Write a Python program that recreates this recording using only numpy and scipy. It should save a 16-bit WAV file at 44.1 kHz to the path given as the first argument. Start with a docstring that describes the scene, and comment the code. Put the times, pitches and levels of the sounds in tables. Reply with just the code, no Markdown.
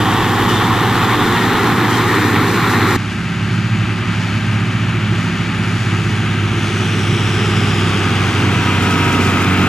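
"""A field at silage harvest, heard from two spots. First just behind a forage harvester blowing grass
into a trailer; then a hard cut to further up the field, where a loaded tractor drives past and uncovers
the oncoming harvester. Six-cylinder diesels beat against each other under the roar of chopper and
blower, the whistle of turbos and the hiss of grass pelting the steel spout."""
import sys
import numpy as np
from scipy import signal
from scipy.fft import rfft, irfft
from scipy.io import wavfile
from scipy.ndimage import uniform_filter1d, map_coordinates

SR = 44100
rng = np.random.default_rng(int(sys.argv[2]) if len(sys.argv) > 2 else 0)


def int16_out(signal):
    """Quantize to a 16-bit WAV file."""
    q = np.round(np.clip(np.atleast_2d(signal).T, -1, 1) * 32767)
    wavfile.write(sys.argv[1], SR, q.astype(np.int16))


N = 426888
T = np.arange(N) / SR
BINS = np.maximum(np.arange(N // 2 + 1) * SR / N, 1)  # f/Hz
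CUT_S, OPEN_S = 2.966, 9.05  # cut to the second spot; harvester fully in the open
PASS_S, SPEED_M_S, SIDE_M = 7.6, 3.1, 5.2  # the loaded tractor abeam: time, speed, distance


def undb(db):
    """Decibels to gain."""
    return 10 ** (np.asarray(db) / 20)


def curves(table):
    """Automation lanes: a table's columns, joined by straight lines in time."""
    times, *columns = np.transpose(table)
    return [np.interp(T, times, column) for column in columns]


def spectra(table):
    """EQ curves: a table's columns, joined by straight lines in log frequency."""
    hz, *columns = np.transpose(table)
    return [np.interp(np.log(BINS), np.log(hz), column) for column in columns]


def walk(rate):
    """Smooth random modulation with spread 1, changing about rate times a second."""
    points = rng.standard_normal(N // 16)
    step = max(int(SR / rate), 16)
    drift = uniform_filter1d(np.interp(np.arange(N) / step, np.arange(len(points)), points), step)
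    return drift / drift.std()


def burst(start, length, attack_s, release_s):
    """An envelope that ramps towards 1 from start and releases length seconds after start."""
    return np.clip(np.minimum((T - start) / attack_s, 1 - (T - start - length) / release_s), 0, 1)


def swells(table, attack_s, release_s):
    """A level ride in dB from a table of swells."""
    return sum(db * burst(start, length, attack_s, release_s) for start, length, db in table)


def pan(mono, left_db):
    """Place a source, louder on the left by left_db."""
    return mono * undb(np.array([[.5], [-.5]]) * left_db)


def noise(colour, lead_us, drive=None):
    """Coloured stereo noise, mid rms 1: direct sound leads on the left by lead_us, scatter is diffuse."""
    # stereo image of the microphone pair: f/Hz, left minus right/dB, likeness/0-1
    image = [(30, 4, 0.84), (100, -0.5, 1), (600, -1.7, 0.97), (1220, -1, 0.97), (2270, 3.6, 0.94),
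             (3200, 2, 1), (4260, 1, 0.77), (4900, 4, 0.52), (6200, -0.5, 0.83), (7800, -2, 0.9),
             (9200, -8, 0.5), (11000, -8, 0), (12500, -5, 0), (14000, 0, 0)]
    drive = rng.standard_normal(N) if drive is None else drive
    balance_db, likeness = spectra(image)
    sides = np.array([[.5], [-.5]])
    angle = 2 * np.pi * BINS * lead_us / 1e6
    direct = np.sqrt(likeness) * rfft(drive) * np.exp(1j * sides * angle)
    scattered = np.sqrt(1 - likeness) * rfft(rng.standard_normal((2, N)))
    gain = undb(sides * balance_db)
    mono_gain = np.sqrt((gain ** 2).sum(0) + 2 * likeness * np.cos(angle))
    stereo = irfft((direct + scattered) * gain / mono_gain * undb(spectra(colour)[0]), N)
    return stereo / stereo.mean(0).std()


def crank(firing_rates):
    """Four-stroke cycles turned so far (six firings each); the governor hunts a little."""
    return np.cumsum(curves(firing_rates)[0] * (1 + .002 * walk(25))) / SR / 6


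def crank_tones(cycles, orders, waver_db, rough):
    """Tones at multiples (orders) of the cycle rate; each wavers in the air, and firings are uneven."""
    tones = 0
    for order, db in orders:
        tones += undb(db + waver_db * walk(5)) * np.sin(2 * np.pi * (order * cycles + rng.random()))
    return np.sqrt(2) * tones * (1 + rough * walk(60))


def knocks(cycles, repeat):
    """Mechanical noise, of which the share repeat comes back on every engine cycle."""
    pattern = rng.standard_normal(2600)
    locked = pattern[(cycles % 1 * len(pattern)).astype(int)]
    return np.sqrt(repeat) * locked + np.sqrt(1 - repeat) * rng.standard_normal(N)


def throb(cycles, depth):
    """Tremolo that swells at each of the six firings."""
    return 1 + depth * np.cos(2 * np.pi * 6 * cycles)


def whistle(hz, width_hz):
    """A narrow band of turbulence, rms 1, around a steady or moving pitch."""
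    phase = 2 * np.pi * np.cumsum(hz * np.ones(N)) / SR
    return walk(2 * width_hz) * np.cos(phase) + walk(2 * width_hz) * np.sin(phase)


def diesels(cycles, away):
    """From behind, harvester and tractor drone at different pitches over a growing rumble."""
    # engine and shaft tones of each machine: order, level/dB
    harvester_orders = [(2.85, -25), (5.6, -14.5), (6, -2), (10, -8.5), (11, -6.5), (14, -8.5), (18, -8.5),
                        (21, -7.5), (23.85, -13)]
    tractor_orders = [(6, 0), (12, -16), (18, -16)]
    # the tractor's firing rate: t/s, f/Hz
    tractor_revs = [(0.0, 119.0), (0.5, 118.9), (0.64, 116.6), (1.71, 116.4), (1.81, 115.1), (2.96, 115.1)]
    # the harvester's rumble: f/Hz, level/dB
    rumble_eq = [(15, -42), (40, -34), (58, -13), (66, -6), (85, -17), (100, -3.5), (200, 1.5), (350, 1.5),
                 (430, -2.5), (520, -11.5), (620, -23.5), (800, -54)]
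    drone = undb(-23) * crank_tones(cycles, harvester_orders, waver_db=2.4, rough=.048)
    drone += undb(-23.5) * crank_tones(crank(tractor_revs), tractor_orders, waver_db=1.5, rough=.05)
    rumble = noise(rumble_eq, lead_us=-8, drive=knocks(cycles, repeat=.21))
    return pan(drone, left_db=-2) + undb(-19.5 + 2.2 * away) * rumble


def blower(cycles, away):
    """The blower's throbbing roar; the ground echo cancels other bands as the machine recedes."""
    # the roar close up and further off: f/Hz, level/dB
    close_eq = [(450, -7.5), (630, -14.5), (770, 1.5), (940, 1), (1120, 2.5), (1620, -6.5), (1860, -1),
                (2100, -11), (2600, -13), (3000, -9), (3600, -10), (4000, -18.5), (4700, -29),
                (6500, -37.5)]
    far_eq = [(450, -30), (630, -15), (790, 1.5), (920, -1), (1120, 2.5), (1350, 1), (1560, -1.5),
              (1820, -0.5), (2300, -5), (3050, -14.5), (3700, -10.5), (4300, -13.5), (4900, -36),
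              (6500, -36)]
    roar = np.sqrt(1 - away) * noise(close_eq, lead_us=-21, drive=knocks(cycles, repeat=.21))
    roar += np.sqrt(away) * noise(far_eq, lead_us=2, drive=knocks(cycles, repeat=.064))
    return roar * undb(-16.5 + .85 * walk(40.15)) * throb(cycles, depth=.13)


def grass(lead_us, grain_db, clump_db):
    """Chopped grass pelts the steel spout: a grainy hiss that comes in clumps."""
    # the spray: f/Hz, level/dB
    spray_eq = [(3000, -5), (4800, 7.5), (6200, 4.5), (6600, 3), (7200, 5.5), (8000, -1), (9400, -1),
                (10000, -5.5), (12000, -0.5), (13000, -17), (15000, -52.5)]
    pelting = undb(grain_db * walk(900) + clump_db * walk(45))
    return noise(spray_eq, lead_us) * pelting / np.sqrt(np.mean(pelting ** 2))


def close_spray(cycles):
    """The spray at close range, flaring as thick wads of grass go up the spout."""
    # wads: t/s, length/s, boost/dB
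    wads = [(0.17, .06, 1), (0.48, 0.038, 5), (1.17, .28, 1), (1.89, .08, 4), (2.07, .2, 2),
            (2.46, .08, 2.5), (2.69, .04, 4), (2.86, 0.097, 3.5)]
    gain = undb(-36 + swells(wads, attack_s=.013, release_s=.064))
    return gain * grass(lead_us=-37, grain_db=1, clump_db=.5) * throb(cycles, depth=.076)


def harvester_turbo():
    """A turbo whistle and a thin whine, both creeping up in pitch and level."""
    # whistle and whine: f/Hz, width/Hz, level/dB
    bands = [(13600, 560, -46.5), (8350, 70, -54)]
    spool, rise_db_per_s = 1 + .004 * T, 1
    return sum(undb(db + rise_db_per_s * T) * whistle(hz * spool, width) for hz, width, db in bands)


def rasps(cycles):
    """Grass scrapes through blower and spout and sets their panels ringing in surges."""
    # scrapes: t/s, length/s, f/Hz, level/dB
    scrapes = [(0.448, 0.083, 3000, -29), (0.46, 0.19, 3520, -32), (1.0, 0.41, 3520, -33),
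               (1.32, 0.17, 1880, -26.5), (1.87, .1, 3200, -32), (2.046, 0.26, 1850, -27.5)]
    rings = sum(undb(db) * burst(start, length, attack_s=.044, release_s=.07) * whistle(hz, .075 * hz)
                for start, length, hz, db in scrapes)
    return pan(rings * throb(cycles, depth=.32), left_db=5)


def behind():
    """First spot: close behind the harvester and its tractor, which slowly draw away."""
    # the harvester's firing rate: t/s, f/Hz
    revs = [(0, 101.9), (2.96, 98.8)]
    cycles = crank(revs)
    away = np.clip(T / CUT_S, 0, 1)
    machines = diesels(cycles, away) + blower(cycles, away)
    return machines + close_spray(cycles) + harvester_turbo() + rasps(cycles)


def breeze():
    """A light breeze rumbles below 30 Hz on each microphone separately."""
    gusts = irfft(rfft(rng.standard_normal((2, N))) / (1 + (BINS / 30) ** 4), N)
    return undb(-60 + 2 * walk(2.7)) * gusts / gusts.std()


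def passing_tones(cycles, close):
    """The loaded tractor's exhaust heaves and growls; its gears whine abeam, its transmission astern."""
    # exhaust drone: t/s, level/dB
    drone_ride = [(3, -24), (3.25, -26.5), (3.6, -21), (4.22, -21), (4.39, -23), (4.54, -20.5),
                  (4.98, -22.5), (5.18, -19), (5.41, -24), (6.14, -21), (6.75, -21), (7.05, -19),
                  (8.1, -20), (9.68, -20)]
    # exhaust, transmission and gear tones: order, level/dB
    drone_orders = [(6, 0.5), (12, -7.5), (18, -16.5), (21, -20.5), (156, -55)]
    rear_orders = [(60, -34)]
    gear_orders = [(48, -36.5), (68, -38), (92, -39)]
    # growl that grows as it nears: order, level abeam/dB, exponent of closeness
    growl_orders = [(9, -36, .3), (14, -37, .2), (20, -35, .7), (22, -37, .7), (25, -37, 1.8)]
    gone_by = np.clip((T - 8.1) / .35, 0, 1)
    abeam = burst(7.3, .95, attack_s=.35, release_s=.25)
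    tones = undb(curves(drone_ride)[0]) * crank_tones(cycles, drone_orders, waver_db=.4, rough=.19)
    tones += gone_by * crank_tones(cycles, rear_orders, waver_db=5.5, rough=.087)
    tones += abeam * crank_tones(cycles, gear_orders, waver_db=1.2, rough=.1)
    for order, db, power in growl_orders:
        tones += close ** power * crank_tones(cycles, [(order, db)], waver_db=2, rough=.25)
    return pan(tones, left_db=-1.9)


def passing_noise(cycles, close):
    """Exhaust boom and diesel clatter; the open engine flank beams sideways, so it is heard abeam."""
    # boom, clatter and flank: f/Hz, level/dB
    boom_eq = [(15, -34), (42, -15), (62, 0), (82, -6), (105, 8.5), (170, 4), (230, 0), (275, -0.5),
               (400, -56)]
    clatter_eq = [(300, -40), (480, -13.5), (620, -6), (720, -7.5), (860, -1), (1020, -5), (1250, 2.5),
                  (1570, -1.5), (1800, -0.5), (2500, -1), (3100, -4.5), (3700, -11), (4300, -19),
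                  (6000, -77)]
    flank_eq = [(200, -22), (300, -24), (345, 10), (420, 7), (480, -13), (620, -42), (2000, -40),
                (2700, -3.5), (3300, 0), (3900, -12), (6000, -68)]
    # clatter grows as it clears the slope ahead, fades behind its own trailer: t/s, level/dB
    clatter_ride = [(3.3, -27.5), (4.2, -25), (6.4, -25.5), (8.6, -24.5), (9.3, -25.5)]
    boom = undb(-26) * noise(boom_eq, lead_us=5, drive=knocks(cycles, repeat=.14))
    clatter = noise(clatter_eq, lead_us=25, drive=knocks(cycles, repeat=.37)) * throb(cycles, depth=.04)
    clatter *= undb(curves(clatter_ride)[0] + .41 * walk(35))
    flank = noise(flank_eq, lead_us=6.6, drive=knocks(cycles, repeat=.16))
    return boom + clatter + undb(-26.5) * close ** 2.2 * flank


def engine_covers(doppler):
    """The loaded tractor's covers ring, sliding down in pitch as it passes."""
    # panel resonances: f/Hz, width/Hz, level/dB
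    modes = [(1573, 75, -37.5), (2646, 70, -42)]
    return pan(sum(undb(db) * whistle(hz * doppler, width) for hz, width, db in modes), left_db=2.5)


def ground_comb(sound, close):
    """A dull, inverted echo off the ground sweeps a comb through the passing sound."""
    # the echo's lag: t/s, delay/s
    lag = [(3, .00036), (6, .00036), (6.7, .00039), (7, .00042), (7.5, .000465), (7.9, .000515),
           (8.5, .000565), (9.3, .0007), (9.68, .00072)]
    stubble_hz = 8800  # the stubble scatters what is higher
    dull = irfft(rfft(sound) / (1 + (BINS / stubble_hz) ** 8), N)
    echo = np.array([map_coordinates(side, [(T - curves(lag)[0]) * SR], order=3) for side in dull])
    return sound - (.18 + .13 * close) * echo


def intake_hiss(cycles, close):
    """Injectors and intake hiss once a firing and ring the grille, which faces forward."""
    # hiss and grille resonances: f/Hz, level/dB
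    hiss_eq = [(3000, -7), (4400, 2), (5500, 3.5), (7100, -1.5), (8100, -5), (9800, -9.5), (11300, -15),
               (12500, -19), (15000, -52)]
    grille_eq = [(3800, -22), (4200, 1), (4550, 3), (5000, -9), (5500, -11), (5900, -3), (6250, -21),
                 (6600, -7), (7000, -6), (7600, -35)]
    # swells, longest as the engine goes by: t/s, length/s, boost/dB
    surges = [(4.05, .25, 2), (5.1, 0.073, 2.5), (5.6, 0.49, 2.5), (6.52, 2.8, 4), (7.25, .6, 0.5)]
    hiss = noise(hiss_eq, lead_us=3.1, drive=knocks(cycles, repeat=.29)) * throb(cycles, depth=.26)
    facing = np.clip((PASS_S - T) * SPEED_M_S / SIDE_M * np.sqrt(close), 0, 1)
    grille = noise(grille_eq, lead_us=3, drive=knocks(cycles, repeat=.3)) * undb(-4 + 2 * walk(5))
    level_db = -42 + 3.6 * close + swells(surges, attack_s=.11, release_s=.21) + .55 * walk(50)
    return undb(level_db) * (ground_comb(hiss, close) + facing * grille)


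def loaded_tractor():
    """The drive-by: engine tones and noise, ringing covers, hiss and a turbo spooling down and up."""
    # firing rate: t/s, f/Hz
    revs = [(2.98, 102.9), (3.6, 104.9), (4.9, 104.9), (5.8, 102.2), (7.44, 103), (8, 99.1), (8.55, 96.7),
            (9.68, 93.4)]
    # turbo whistle: t/s, f/Hz, level/dB
    spool = [(5.4, 10530, -80), (5.58, 10250, -58), (5.8, 9850, -67), (6.15, 9480, -63), (6.3, 9600, -70),
             (6.55, 9935, -62), (7.2, 10420, -60), (7.5, 10570, -62), (7.85, 10070, -59), (8.2, 9600, -75)]
    cycles = crank(revs)
    along = SPEED_M_S * (T - PASS_S)
    distance = np.hypot(along, SIDE_M)
    close = (SIDE_M / distance) ** 2  # closeness, 1 abeam
    doppler = 1 - SPEED_M_S / 343 * along / distance
    engine = passing_tones(cycles, close) + passing_noise(cycles, close) + engine_covers(doppler)
    turbo_hz, turbo_db = curves(spool)
    turbo = undb(turbo_db) * whistle(turbo_hz, width_hz=60)
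    return engine + pan(turbo, left_db=-13) + intake_hiss(cycles, close)


def uncovered(open_db, rise_db_per_s):
    """Gain of a harvester sound that climbs steadily out of the trailer's shadow, then holds."""
    return undb(open_db - rise_db_per_s * np.maximum(OPEN_S - T, 0))


def oncoming_tones(cycles):
    """The harvester's drone bends round the trailer; more engine tones, then gears, come into the open."""
    # drone, shadowed engine tones and gear whine: order, level/dB
    drone_orders = [(4, -12), (7, -21), (8, -9.5), (10, 1), (14, -15), (20, -25), (22, -19.5), (25, -31)]
    open_orders = [(9, -7), (10, -8), (12, -1), (14, -10), (15, -7), (16, -3.5), (18, 0), (21, -10),
                   (24, -8), (25, -8), (28, -11)]
    gear_orders = [(58, -10), (79, -6), (81, -4)]
    tones = undb(-26.5) * crank_tones(cycles, drone_orders, waver_db=1.1, rough=.25)
    tones += uncovered(-25, rise_db_per_s=8.5) * crank_tones(cycles, open_orders, waver_db=.1, rough=.28)
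    tones += uncovered(-33, rise_db_per_s=21) * crank_tones(cycles, gear_orders, waver_db=6, rough=.11)
    return pan(tones, left_db=-3)


def cutter_drum():
    """Knives pass the shear bar; uneven grass roughens their tone to a howl, which firms in the open."""
    # the howl, dipping under load: t/s, f/Hz, level/dB
    drum = [(3, 1290, -52), (5.5, 1280, -45), (6.65, 1270, -35), (7.4, 1272, -33), (7.7, 1243, -32.5),
            (8.3, 1243, -31.5), (8.55, 1267, -32), (9.1, 1281, -28.3), (9.68, 1268, -28.7)]
    hz, db = curves(drum)
    phase = 2 * np.pi * np.cumsum(hz + 2 * walk(12)) / SR
    tone = uncovered(.6, rise_db_per_s=.5) * undb(.5 * walk(9)) * np.sin(phase)
    howl = undb(-8) * whistle(hz, width_hz=100) + undb(-14) * whistle(2 * hz, width_hz=160)
    return pan(undb(db) * (tone + howl), left_db=-3)


def oncoming_harvester():
    """The harvester emerges from behind the trailer: rumble first, then chopper, last spray and turbo."""
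    # firing rate: t/s, f/Hz
    revs = [(2.98, 104.6), (4.3, 104.3), (6.1, 100.2), (7.44, 99.3), (8.8, 95.5), (9.2, 94), (9.68, 93.3)]
    # rumble and chopper roar: f/Hz, level/dB
    rumble_eq = [(100, -22), (180, 0.5), (240, 5.5), (280, 0), (370, -0.5), (425, -7), (475, -45),
                 (700, -57)]
    chopper_eq = [(300, -32), (450, 4), (620, -6.5), (740, 0.5), (950, -1.5), (1040, 0), (1350, 4.5),
                  (1580, 1.5), (1780, -3), (2450, 2), (3350, -7.5), (3800, -11.5), (4300, -17.5),
                  (6000, -41)]
    cycles = crank(revs)
    tones = oncoming_tones(cycles)
    rumble = noise(rumble_eq, lead_us=5, drive=knocks(cycles, repeat=.2))
    rumble *= uncovered(-23.5, rise_db_per_s=1.15)
    chopper = noise(chopper_eq, lead_us=68, drive=knocks(cycles, repeat=.38)) * throb(cycles, depth=.14)
    chopper *= uncovered(-20.5, rise_db_per_s=4) * undb(.2 * walk(35))
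    spray = uncovered(-38, rise_db_per_s=10) * grass(lead_us=43, grain_db=3, clump_db=1.6)
    drum = cutter_drum()
    turbo = uncovered(-54, rise_db_per_s=17) * whistle(13700, width_hz=1600)
    return tones + rumble + chopper + spray + drum + turbo


def tractor_alongside():
    """A tractor keeps pace under the spout; its drone swells and beats against the other engines."""
    # firing rate: t/s, f/Hz
    revs = [(2.98, 116), (3.48, 124), (3.92, 113.8), (4.6, 120.8), (5.2, 117.3), (6.1, 117.8), (7.4, 121.6),
            (8.7, 119), (9.68, 121.3)]
    # exhaust tones: order, level/dB
    orders = [(6, 1), (12, -17), (18, -20)]
    # swells of the drone: t/s, length/s, boost/dB
    surges = [(3.48, 0.39, 8), (4.45, 0.7, 7), (5.6, 0.68, 7.5), (7.05, .62, 4), (8.15, 0.46, 7.5)]
    gain = undb(-30 + swells(surges, attack_s=.026, release_s=.1))
    return pan(gain * crank_tones(crank(revs), orders, waver_db=.3, rough=.15), left_db=-1)


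def scene():
    """A 4 ms crossfade cuts from behind the harvester to up the field; the breeze runs under both."""
    cut = np.clip((T - CUT_S) / .004 + .5, 0, 1)
    first_spot = behind()
    second_spot = loaded_tractor() + oncoming_harvester() + tractor_alongside()
    return (1 - cut) * first_spot + cut * second_spot + breeze()


def record(dry):
    """A 3 ms fade-in; the microphone rounds the highest peaks and cuts the top above 15 kHz."""
    rounded = np.minimum(T / .003, 1) * np.tanh(.5 * dry) / .5
    return signal.sosfilt(signal.ellip(10, .2, 90, 15000, fs=SR, output="sos"), rounded)


dry = scene()
out = record(dry)
int16_out(out)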